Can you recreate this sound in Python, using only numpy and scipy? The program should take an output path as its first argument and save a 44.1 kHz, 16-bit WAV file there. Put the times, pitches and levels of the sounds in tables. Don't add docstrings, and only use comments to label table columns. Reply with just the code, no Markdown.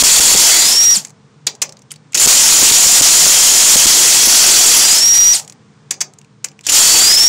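import sys
import numpy as np
from scipy import signal
from scipy.fft import rfft, irfft
from scipy.io import wavfile
from scipy.ndimage import uniform_filter1d

SR = 44100
rng = np.random.default_rng(int(sys.argv[2]) if len(sys.argv) > 2 else 0)


def wrap_up_sound(samples):
    columns = np.atleast_2d(samples).T
    tamed = np.clip(columns, -1, 1)
    steps = np.round(tamed * 32767).astype(np.int16)
    wavfile.write(sys.argv[1], SR, steps)


N = 321312
T = np.arange(N) / SR

# frequency in Hz, relative level in dB per Hz.
SHOP_COLOUR = [(18, -95), (30, -64.5), (90, -15.5), (148, -2), (175, -12), (207, -9.5), (386, -21.5),
               (445, -14.5), (552, -27), (1000, -23.5), (2600, -33), (6600, -36.5), (9000, -43),
               (11700, -80.5), (19800, -120)]
# frequency in Hz, level in dB before it wavers.
FAR_MACHINES = [(119, -58), (150, -54), (201, -57), (447, -63)]
# lowest Hz, highest Hz, time to fall 60 dB in seconds, level in dB.
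WALL_ECHO = [(247, 960, 0.49, -3.5), (1200, 6860, 0.15, -14)]
# frequency in Hz, relative level in dB per Hz.
GUST_COLOUR = [(60, -7.5), (170, -1.5), (400, -10.5), (1000, -21.5), (3000, -50)]
# start in seconds, push in dB before turbulence.
FAN_GUSTS = [(.022, 9.5), (.194, 4.5), (.347, 6.5), (2.262, 10), (2.622, 3), (2.71, 2), (2.86, -3),
             (3.008, 5.5), (3.26, 0), (3.754, 6.5), (3.857, 5.5), (4.272, 0), (6.946, -4)]
# frequency in Hz, relative level in dB, time to fall 60 dB in seconds before scaling.
STEEL_TONES = [(990, -26, .16), (1950, -14.5, 0.074), (2170, -25.5, 0.066), (2590, -10.5, 0.028),
               (4140, -10, 0.034), (4900, -10, .06), (5790, -6, 0.12), (6556, -2.5, 0.052),
               (6940, -1.5, .05), (7070, -4.5, 0.095), (7230, -4, 0.081), (7160, -4.5, .05),
               (8300, -25.5, .05), (8970, -11, 0.084)]
# time in seconds, dB added to the tones under 6 kHz and taken from those above.
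RING_BALANCE = [(0, -0.5), (2.2, -5), (3.7, -7.5), (4.0, 2.5), (6.0, 1), (6.7, -4.5), (7.1, 1)]
# frequency in Hz, relative level in dB per Hz.
CLATTER_COLOUR = [(350, -27.5), (600, -15.5), (1780, -14.5), (1910, -13), (2990, -9.5), (3240, -7),
                  (3710, -9.5), (4370, -5), (7040, 0), (9500, -8.5), (15500, -22)]
# frequency in Hz, relative level in dB per Hz.
CASTING_COLOUR = [(150, -5), (450, -5.5), (1400, -13), (2400, -3), (4000, -23.5)]
# start in seconds, relative strength in dB, brightest pitch in Hz, scrape length in ms.
METAL_CLACKS = [ (1.048, -18.5, 7200, 2.7), (1.07, -27, 7300, 1), (1.082, -32, 7250, 1),
                (1.094, -30, 7280, 1), (1.104, -33, 7250, 1), (1.467, 1.5, 4360, 5.3),
                (1.551, -27, 5500, 1), (1.617, 3, 6750, 6), (1.692, -23, 5450, 1.1), (1.723, -26, 6190, 1),
                (1.769, -33, 4400, 1.5), (1.79, -39, 6500, 4), (1.819, -32, 6300, .74),
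                (1.905, -24, 3000, 6), (1.916, -14, 8850, .6), (1.937, -33, 3500, 3), (1.958, -33, 4500, 4),
                (2.121, -29.5, 6880, 3), (2.131, -22, 2470, 2.6), (2.145, 4, 6300, 7),
                (5.393, -14.5, 7460, 6.2), (5.447, -28, 6970, 1), (5.477, -24, 7600, 1.2),
                (5.497, -22, 7400, 1), (5.523, -26.5, 7400, .6), (5.907, -1, 7240, 3.3),
                (5.94, -25, 2170, 2), (6.006, -1.5, 6240, 10), (6.136, -35, 8020, 1), (6.185, -32, 6900, 3),
                (6.213, -40, 2600, 3), (6.245, -41, 2600, 3), (6.443, -4, 7070, 2), (6.484, -32, 5330, 2.5),
                (6.515, -38, 2730, 2.2), (6.59, -34, 2550, 1.3), (6.609, -33, 6890, 2),
                (6.635, -28, 3600, 28), (6.666, -4, 5500, 3), (6.686, -3, 2800, 12)]
# multiple of the tooth rate, dB relative to it before wavering.
WHINE_ORDERS = [(1 / 3, -25), (2 / 3, -26)]
# trigger pulled in seconds, bolt free in seconds, trigger let go in seconds,
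# dB added to the whine while the hammer strikes.
BURSTS = [(-1, .77, .936, -4), (2.145, 5.03, 5.328, -3), (6.666, 7.3, 8, 4)]
# time in seconds, tooth rate of the gears in Hz.
MOTOR_SPEED = [(0, 4510), (.55, 4540), (.63, 4850), (.72, 5220), (.79, 5620), (.935, 5745), (2.2, 4200),
               (2.8, 4300), (4.3, 4500), (4.75, 4600), (4.9, 4850), (5.0, 5320), (5.06, 5630), (5.2, 5745),
               (5.33, 5780), (6.72, 4350), (6.87, 4490), (7.0, 4560), (7.1, 4950), (7.29, 5700)]
# tooth rate in Hz, blows per second at full spin, blow level in dB, running noise in dB,
# whine in dB, hum in dB relative to the blow.
SPEED_LAWS = [(4250, 46.3, -2, -3, -25, -20), (4430, 46.4, -3, -4, -22, -12),
              (4500, 44.5, -1, -4.5, -11, -15), (4560, 40, 1, -5.5, -10, -15), (4800, 32, 0, -7, -7, -15),
              (5250, 27, -6, -9, -5, -30), (5600, 25, -9, -9, -4.5, -40), (5760, 24, -12, -10.5, -2, -40)]
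# seconds after letting go, dB added to whine, dB added to octave.
BRAKE_FADE = [(0, 0, 0), (.008, -10, -8), (.024, -11, 10), (.033, -28, 14), (.042, -30, 5)]

SHOP_DB = -48.5
DRAUGHT_DB = -19
RUMBLE_DB = -20.5
PUFF_MS, PUFF_MS_PER_DB = 11, .3
CLACK_T60_S, T60_S_PER_DB = .042, .0006
STOP_S, STOP_HZ, STOP_DB = 0.97, 191, -10.5
HUM_ORDER = .735
OCTAVE_DB = -25
SPIN_UP_S, SPIN_UP_DB = .07, -30
FIRST_GAP = .7
FIRST_BLOW_DB = -12
LAST_BLOW_DB_PER_S = 1000
BEAT_DB = 3
BRAKE_HZ_PER_S, BRAKE_S = 58000, .04
COAST_S, COAST_DB_PER_S = .025, 400
SURGE_HZ, SURGE_FROM_HZ, SURGE_TO_HZ = 95, 4600, 5620
CAPSULE, BASS_CUT_HZ = 1.09, 700
CEILING, LEAN = 0.67, .04
TOP_HZ = 15714


def undb(db):
    return 10 ** (np.asarray(db) / 20)


def unit(x):
    return x / np.sqrt(np.mean(x ** 2))


def colour(x, table):
    hz, db = np.transpose(table)
    f = np.maximum(np.fft.rfftfreq(len(x), 1 / SR), 1)
    gain = undb(np.interp(np.log(f), np.log(hz), db))
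    return irfft(rfft(x) * gain, len(x))


def band_pass(x, order, low_hz, high_hz):
    return signal.sosfilt(signal.butter(order, [low_hz, high_hz], "band", fs=SR, output="sos"), x)


def fade(x, t60):
    return signal.lfilter([1], [1, -np.exp(-np.log(1000) / (t60 * SR))], x)


def walk(rate):
    k = int(SR / rate)
    steps = np.repeat(rng.standard_normal(N // k + 1), k)
    return 1.3 * uniform_filter1d(uniform_filter1d(steps, k), k)[:N]


def shop():
    noise = unit(colour(rng.standard_normal(N), SHOP_COLOUR)) * undb(SHOP_DB + 1.0 * walk(2))
    hums = 0
    for hz, db in FAR_MACHINES:
        hums = hums + undb(db + 2 * walk(6)) * np.sin(2 * np.pi * hz * T + walk(6))
    return noise + hums


def room(x):
    echo, t = 0, np.arange(SR // 2) / SR
    for low_hz, high_hz, t60, db in WALL_ECHO:
        tail = band_pass(rng.standard_normal(len(t)), 3, low_hz, high_hz)
        shape = np.exp(-np.log(1000) * t / t60) * np.minimum(t / 0.0039, 1)
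        echo = echo + undb(db) * tail * shape / np.sqrt(np.sum(shape ** 2))
    return signal.fftconvolve(x, echo)[:N]


def fan_air(run_db):
    return unit(colour(rng.standard_normal(N), GUST_COLOUR)) * undb(run_db + DRAUGHT_DB)


def blow_rumble(blow_db):
    rumble_colour = [(20, 0), (100, -11.5), (350, -5), (800, -19.5), (3000, -62.5)]  # (Hz, dB per Hz)
    noise = unit(colour(rng.standard_normal(N), rumble_colour))
    return noise * undb(blow_db + RUMBLE_DB + 3.4 * walk(25))


def fan_gusts():
    air = np.zeros(N)
    shove = 1 + 0.65 * unit(colour(rng.standard_normal(N), GUST_COLOUR))
    for start_s, db in FAN_GUSTS:
        length_ms = PUFF_MS + PUFF_MS_PER_DB * db
        progress = np.clip((T - start_s) * 1000 / length_ms, 0, 1)
        air = air + undb(db) * shove * np.sin(np.pi * progress) ** .5
    return air


def steel_ring(at, size, scatter_db, held):
    out = 0
    balance_db = np.interp(at / SR, *np.transpose(RING_BALANCE))
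    for hz, db, t60 in STEEL_TONES:
        chance = rng.standard_normal((len(at), 2))
        kicks = np.zeros(N, complex)
        lean_db = balance_db if hz < 6000 else -balance_db
        level = size * undb(db + lean_db + scatter_db * chance[:, 0])
        np.add.at(kicks, at, level * np.exp(2j * chance[:, 1]))
        pole = np.exp((2j * np.pi * hz - np.log(1000) / (t60 * held)) / SR)
        out = out + signal.lfilter([1], [1, -pole], kicks).imag
    return out


def clacks():
    out, at, size = np.zeros(N), [], []
    t = np.arange(SR // 5) / SR
    for start_s, db, hz, scrape_ms in METAL_CLACKS:
        t60 = CLACK_T60_S + T60_S_PER_DB * db
        i, scrape = int(start_s * SR), max(scrape_ms, .2) / 1000
        rise = np.minimum(0.25 + 0.9 * t / scrape, 1) ** 1.3
        after = np.log(1000) * np.maximum(t - scrape, 0) / max(t60, .004)
        noise = rng.standard_normal((3, len(t)))
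        grain = undb(20 * uniform_filter1d(noise[2], size=60) * (t < 2 * scrape))
        bright = unit(signal.filtfilt(*signal.iirpeak(hz, 3.0, fs=SR), noise[0])) * np.exp(-after)
        softened = colour(colour(noise[1], CLATTER_COLOUR), [(8500, 0), (14000, db / 3 - 11)])
        crack = undb(2.5) * unit(softened) * np.exp(-2.5 * after)
        knock = undb(-10.5) * unit(colour(noise[2], CASTING_COLOUR)) * np.exp(-.6 * after)
        knock = knock * np.minimum(t / 0.002, 1)
        out[i:i + len(t)] += undb(db - 9.5) * rise * grain * (bright + crack + knock)
        at += list(i + (scrape * SR * rng.random(3)).astype(int))
        size += [undb(db - 30)] * 3
    return out + steel_ring(np.array(at), np.array(size), scatter_db=4, held=.5)


def brake_thud():
    since = np.maximum(T - STOP_S, 0)
    return undb(STOP_DB) * np.sin(2 * np.pi * STOP_HZ * since) * np.exp(-since / 0.0098)


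def motor(blow_db, run_db, hz, whine_db, octave_db, hum_db):
    turn = 2 * np.pi * np.cumsum(hz * (1 + .004 * walk(200))) / SR
    whine = np.sin(turn)
    for multiple, db in WHINE_ORDERS:
        whine = whine + undb(db + 1.5 * walk(60)) * np.sin(multiple * turn)
    whine = whine * undb(whine_db + 2.1 * walk(250))
    whine = whine + undb(octave_db + 3.0 * walk(120)) * np.sin(2 * turn)
    hum = undb(blow_db + hum_db + 2.5 * walk(46)) * np.sin(HUM_ORDER * turn + .85 * walk(200))
    rush = unit(colour(rng.standard_normal(N), CLATTER_COLOUR)) * undb(run_db + 1.9 * walk(40))
    return np.sqrt(2) * whine + hum + rush


def hammer(blows, blow_db):
    at = np.flatnonzero(np.diff(np.floor(blows), prepend=0))
    size = undb(blow_db[at])
    jitter = (.0006 * SR * rng.standard_normal(len(at))).astype(int)
    at = np.clip(at + jitter, 0, N - 1)
    noise, clatter = unit(colour(rng.standard_normal(N), CLATTER_COLOUR)), 0
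    rattle = (rng.random(N) < 120 / SR) * rng.exponential(1, N) * undb(blow_db - 4.5)
    for hz in 500 * 2 ** np.arange(0, 5.5, .5):
        kicks = np.zeros(N)
        kicks[at] = size * undb(2.2 * rng.standard_normal(len(at)))
        band = band_pass(noise, 2, hz / 2 ** 0.28, hz * 2 ** 0.22)
        t60 = 0.13 * (4000 / hz) ** 0.085
        clatter = clatter + band * (fade(kicks, t60) + fade(rattle, 0.01))
    return undb(3.5) * clatter + undb(-7.5) * steel_ring(at, size, scatter_db=4.0, held=1.1)


def tool():
    speed = np.interp(T, *np.transpose(MOTOR_SPEED))
    law_hz, *laws = np.transpose(SPEED_LAWS)
    rate, blow, run, whine, hum = (np.interp(speed, law_hz, law) for law in laws)
    after, whine_add, octave_add = np.transpose(BRAKE_FADE)
    blows, hz, beat_db = np.zeros((3, N))
    blow_db, run_db, whine_db, octave_db = np.full((4, N), -120.)
    for pulled, free, let_go, loaded_db in BURSTS:
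        on, off, striking = T >= pulled, T - let_go, T < free
        spin = np.clip((T - pulled) / SPIN_UP_S, 0, 1)
        blow_rate = rate * (FIRST_GAP + (1 - FIRST_GAP) * spin)
        blows[on] = (np.ceil(blows[-1]) + 1 + np.cumsum(blow_rate * on * striking) / SR)[on]
        blow_fall = LAST_BLOW_DB_PER_S * np.maximum(T - free, 0)
        blow_db[on] = (blow + FIRST_BLOW_DB * (1 - spin) ** 3 - blow_fall)[on]
        run_fall = COAST_DB_PER_S * np.maximum(off - COAST_S, 0)
        run_db[on] = (run + SPIN_UP_DB * (1 - spin ** 2) - run_fall)[on]
        beat_db[on] = (BEAT_DB * (np.cos(2 * np.pi * blows) - 1) * striking)[on]
        geared = (spin >= 1) & (off < BRAKE_S)
        hz[geared] = (speed - BRAKE_HZ_PER_S * np.maximum(off, 0))[geared]
        whine_db[geared] = (whine + loaded_db * striking + np.interp(off, after, whine_add))[geared]
        octave_db[geared] = (OCTAVE_DB + np.interp(off, after, octave_add))[geared]
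    loosening = np.clip((speed - SURGE_FROM_HZ) / (SURGE_TO_HZ - SURGE_FROM_HZ), 0, 1)
    swell = np.sin(np.pi * loosening) ** .4
    hz = hz + SURGE_HZ * swell * np.cos(2 * np.pi * blows)
    return blows, blow_db, run_db, (hz, whine_db + beat_db, octave_db, hum + beat_db)


def overload(x):
    flattened = x / np.sqrt(1 + (x / CAPSULE) ** 2)
    y = signal.lfilter(*signal.butter(1, BASS_CUT_HZ, "high", fs=SR), flattened)
    return CEILING * (np.tanh(y / CEILING + LEAN) - np.tanh(LEAN))


def scene():
    blows, blow_db, run_db, gears = tool()
    near = clacks() + brake_thud() + motor(blow_db, run_db, *gears) + hammer(blows, blow_db)
    air = fan_air(run_db) + blow_rumble(blow_db) + fan_gusts()
    heard = overload(near + room(near) + air) + shop()
    return np.array([heard, heard])


def record(dry):
    top_cut = signal.ellip(12, .2, 50, TOP_HZ, fs=SR, output="sos")
    return np.clip(signal.sosfilt(top_cut, dry), -1, 1)


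dry = scene()
out = record(dry)
wrap_up_sound(out)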